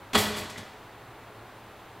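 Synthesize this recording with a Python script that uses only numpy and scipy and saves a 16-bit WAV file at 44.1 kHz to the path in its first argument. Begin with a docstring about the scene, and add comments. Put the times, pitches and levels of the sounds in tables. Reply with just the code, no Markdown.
"""A sharp metal clack and rattle, then a few lighter knocks: a steel toaster pops up on a kitchen counter.
The latch lets go, the sprung carriage slams into its stop and rebounds, toast and wire racks settle.
The blows ring the sheet-metal case and springs; the recoil thumps the worktop.
A hard-walled kitchen reverberates over faint fan-like room noise."""
import sys
import numpy as np
from scipy import signal
from scipy.fft import rfft, irfft
from scipy.io import wavfile

SR = 44100
rng = np.random.default_rng(int(sys.argv[2]) if len(sys.argv) > 2 else 0)


def materialize(psi):
    """Save the field psi as 16-bit PCM at rate SR to the path in sys.argv[1].

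    A 1-D psi becomes a single channel; in a 2-D psi each row is a channel.
    """
    bounded = np.clip(np.atleast_2d(psi).T, -1, 1)
    quanta = np.round(bounded * 32767).astype(np.int16)
    wavfile.write(sys.argv[1], SR, quanta)


N = 88200
T = np.arange(N) / SR
FREQS = np.maximum(np.arange(N + 1) * SR / (2 * N), 1)
ATTACK_S = 0.001

# latch, slam, rebounds, settling: t/s, clack level/dB, rattle level/dB, rattle cutoff/Hz, rise/s, t60/s
CARRIAGE_BLOWS = [(0.1319, -28.5, -39.5, 15000, 0.00081, 0.24), (.146, -13, -35, 11000, 0.0048, 0.076),
                  (0.1514, -12, -36, 12000, 0.0017, .06), (.159, -19.5, -32, 13000, 0.002, 0.067),
                  (0.175, -22.5, -25, 15200, 0.0021, 0.092), (0.183, -30.5, -24.5, 14800, 0.0038, 0.19),
                  (.200, -46, -31.5, 14600, 0.0064, 0.29), (0.244, -41, -45, 11000, 0.0015, 0.24),
                  (.300, -35, -60, 8000, 0.0026, 0.1), (.343, -35.5, -52, 8000, 0.0043, 0.26),
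                  (0.364, -36.5, -35.5, 15000, 0.0046, 0.17), (0.382, -36.5, -34.5, 13800, 0.0036, 0.12),
                  (0.426, -38.5, -56, 7000, 0.0034, 0.15), (0.496, -41, -39, 9600, .003, 0.12),
                  (.575, -35, -36, 9400, 0.0041, .085), (.607, -41, -50, 8000, 0.0016, 0.03),
                  (0.659, -54, -69, 6980, 0.0046, 0.11)]


def carriage():
    """Each blow is a burst of contacts: frame clack plus brighter rattle, duller when soft toast lands."""
    # frame spectrum: f/Hz, level/dB
    clack_spectrum = [(59, -49), (100, -8), (403, -5), (742, -6.5), (1090, -8), (1370, -8), (2370, -8.5),
                      (2630, -12), (3390, -9), (4190, -13.5), (4750, -12.5), (5170, -22), (7560, -22),
                      (12600, -30), (15500, -38)]
    # rattle spectrum: f/Hz, level/dB
    rattle_spectrum = [(500, -14), (2000, -5.5), (4300, -0.5), (5500, -2), (7600, -2.5), (10000, -6),
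                       (12300, -5), (15500, -8)]
    clack, rattle = 0, 0
    for start_s, clack_db, rattle_db, cutoff_hz, rise_s, t60_s in CARRIAGE_BLOWS:
        burst = fade(start_s, t60_s, rise_s)
        lowpass = signal.butter(2, cutoff_hz, fs=SR, output="sos")
        clack += undb(clack_db) * burst * chatter()
        rattle += undb(rattle_db) * signal.sosfilt(lowpass, burst * chatter())
    return colour(clack, clack_spectrum) + racks(colour(rattle, rattle_spectrum))


def racks(rattle):
    """The wire racks add narrow treble resonances."""
    # rack resonances: f/Hz, width/Hz, level/dB
    resonances = [(3400, 220, -21), (5050, 90, -9), (7450, 150, -13), (7950, 220, -11), (10960, 180, -3),
                  (12700, 200, -1)]
    peaks = sum(undb(db) / (1 + 2j * (FREQS - hz) / width_hz) for hz, width_hz, db in resonances)
    return shape(rattle, 1 + peaks)


def case(force_scatter=0.28):
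    """The blows ring panels and springs, each mode with a slightly different force every time."""
    # case and spring modes: f/Hz, rms level/dB, t60/s
    modes = [(104.9, -55, 1.1), (209.8, -46, 0.98), (417, -52, .95), (615, -56, 1.27), (773, -52, 0.2),
             (860, -51.5, 0.34), (1130, -51.5, 0.22), (1145, -53, 0.26), (1260, -60, 0.47),
             (1748, -57.5, 0.51), (2000, -58.5, 1.1), (3330, -52, 0.11), (3335, -49, .42),
             (3435, -54, 0.11)]
    onsets = [int(blow[0] * SR) for blow in CARRIAGE_BLOWS]
    strength = undb([blow[1] for blow in CARRIAGE_BLOWS])
    force = strength[:, None] * (1 + force_scatter * rng.standard_normal((len(onsets), len(modes))))
    ringing = 0
    for k, (hz, db, t60_s) in enumerate(modes):
        impulses = np.zeros(N)
        impulses[onsets] = force[:, k]
        mode = signal.fftconvolve(impulses, ring(0, hz, t60_s, ATTACK_S))[:N]
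        ringing += undb(db) * unit(mode)
    return ringing


def counter(rise_s=0.0087):
    """Recoil rocks the toaster on its feet and thumps the worktop."""
    # thumps: t/s, level/dB
    thumps = [(.139, -26), (.174, -30.5), (0.263, -32.5), (0.397, -35), (0.573, -39.5)]
    # modes of each thump: f/Hz, relative level/dB, t60/s
    modes = [(66.3, -12.5, 0.44), (94.2, 0.5, 0.2), (182.3, 1.5, 0.13), (221.5, 0, 0.19)]
    return sum(undb(thump_db + mode_db) * ring(start_s, hz, t60_s, rise_s)
               for start_s, thump_db in thumps for hz, mode_db, t60_s in modes)


def loose_wires(half_width_hz=160):
    """A loose rack wire buzzes briefly at its own resonance."""
    # wire clinks: t/s, f/Hz, level/dB, t60/s
    clinks = [(.175, 3320, -23.5, .025), (.257, 3380, -30, 0.032), (.286, 3350, -28, 0.023),
              (.42, 2540, -42, 0.095), (0.5576, 1970, -30, .04)]
    sound = 0
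    for start_s, hz, db, t60_s in clinks:
        buzz = narrow_band(chatter(), hz, half_width_hz)
        sound += undb(db) * fade(start_s, t60_s, ATTACK_S) * buzz
    return sound


def kitchen(direct, gain_db=-5, build_s=0.0035):
    """Diffuse wall reflections build up and die away, treble first."""
    # reverb spectrum: f/Hz, level/dB
    spectrum = [(60, -4.5), (200, 2), (600, 0.5), (1500, 0.5), (4000, -0.5), (8000, 0.5), (15000, 2.5)]
    # reverb decay: f/Hz, t60/s
    decay = [(100, 1), (1000, 0.92), (4000, 0.98), (14000, 0.31)]
    noise, tail = rng.standard_normal(N), 0
    for hz in 2. ** np.arange(5, 15):
        octave = shape(noise, np.maximum(1 - abs(np.log2(FREQS / hz)), 0))
        tail += octave * fade(0, along(decay, hz), build_s)
    response = unit(colour(tail, spectrum)) / np.sqrt(N)
    return undb(gain_db) * signal.fftconvolve(direct, response)[:N]


def room_noise(air_db=-48):
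    """Steady rush of air with a wavering low hum."""
    # air spectrum: f/Hz, level/dB
    air_spectrum = [(25, -14), (53, -9.5), (82, -10.5), (120, -6.5), (152, -11.5), (209, -9), (260, -10.5),
                    (340, -7), (445, -10), (826, -6.5), (1200, -10), (2000, -16), (4000, -24), (5400, -34),
                    (8000, -39), (15500, -48)]
    # hum bands: f/Hz, half-width/Hz, level/dB
    hum_bands = [(112, 10, -58), (420.6, 11, -64)]
    air = undb(air_db) * shaped_noise(air_spectrum)
    hum = sum(undb(db) * narrow_band(rng.standard_normal(N), hz, half_width_hz)
              for hz, half_width_hz, db in hum_bands)
    return air + hum


def chatter(contacts_per_s=8000, scatter_db=2.5):
    """Dense run of tiny metal contacts of uneven size, rms 1."""
    contacts = rng.random(N) < contacts_per_s / SR
    polarity = np.sign(rng.standard_normal(N))
    size = undb(scatter_db * rng.standard_normal(N))
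    return unit(contacts * polarity * size)


def ring(start_s, hz, t60_s, rise_s):
    """One struck mode."""
    return fade(start_s, t60_s, rise_s) * np.sin(2 * np.pi * hz * (T - start_s))


def fade(start_s, t60_s, rise_s):
    """Envelope: quick rise, exponential decay."""
    age_s = np.maximum(T - start_s, 0)
    return (1 - np.exp(-age_s / rise_s)) * np.exp(-np.log(1000) * age_s / t60_s)


def shaped_noise(spectrum):
    """Noise with a (f/Hz, level/dB) spectrum, rms 1."""
    return unit(shape(rng.standard_normal(N), undb(along(spectrum, FREQS))))


def narrow_band(x, hz, half_width_hz):
    """One resonant band of x, rms 1."""
    return unit(shape(x, 1 / (1 + ((FREQS - hz) / half_width_hz) ** 2)))


def colour(x, spectrum):
    """Minimum-phase filter through (f/Hz, level/dB) points; keeps the power of white noise."""
    gain = unit(undb(along(spectrum, FREQS)))
    cepstrum = irfft(np.log(gain))
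    cepstrum[1:N] *= 2
    cepstrum[N + 1:] = 0
    return shape(x, np.exp(rfft(cepstrum)))


def shape(x, gain):
    """Filter by one gain per frequency."""
    return irfft(rfft(x, 2 * N) * gain)[:N]


def along(points, hz):
    """Interpolate a table over log frequency."""
    points_hz, values = np.transpose(points)
    return np.interp(np.log(hz), np.log(points_hz), values)


def unit(x):
    """Scale to rms 1."""
    return x / np.sqrt(np.mean(x ** 2))


def undb(db):
    """Decibels to gain."""
    return 10 ** (np.asarray(db) / 20)


def scene():
    """Toaster and kitchen, the same in both channels."""
    blows, clinks = carriage(), loose_wires()
    direct = blows + clinks + case() + counter()
    reverb = kitchen(blows + undb(-5) * clinks)
    sound = direct + reverb + room_noise()
    return np.array([sound, sound])


def record(dry):
    """Faint independent electronic hiss per channel, then a steep low-pass."""
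    # hiss spectrum: f/Hz, level/dB
    hiss_spectrum = [(40, 2), (300, 7.5), (1300, -20.5), (4000, 1), (15500, 3)]
    hiss_db, cutoff_hz = -62, 15700
    hiss = undb(hiss_db) * np.array([shaped_noise(hiss_spectrum) for _ in dry])
    lowpass = signal.ellip(10, .1, 80, cutoff_hz, fs=SR, output="sos")
    return signal.sosfilt(lowpass, dry + hiss)


dry = scene()
out = record(dry)
materialize(out)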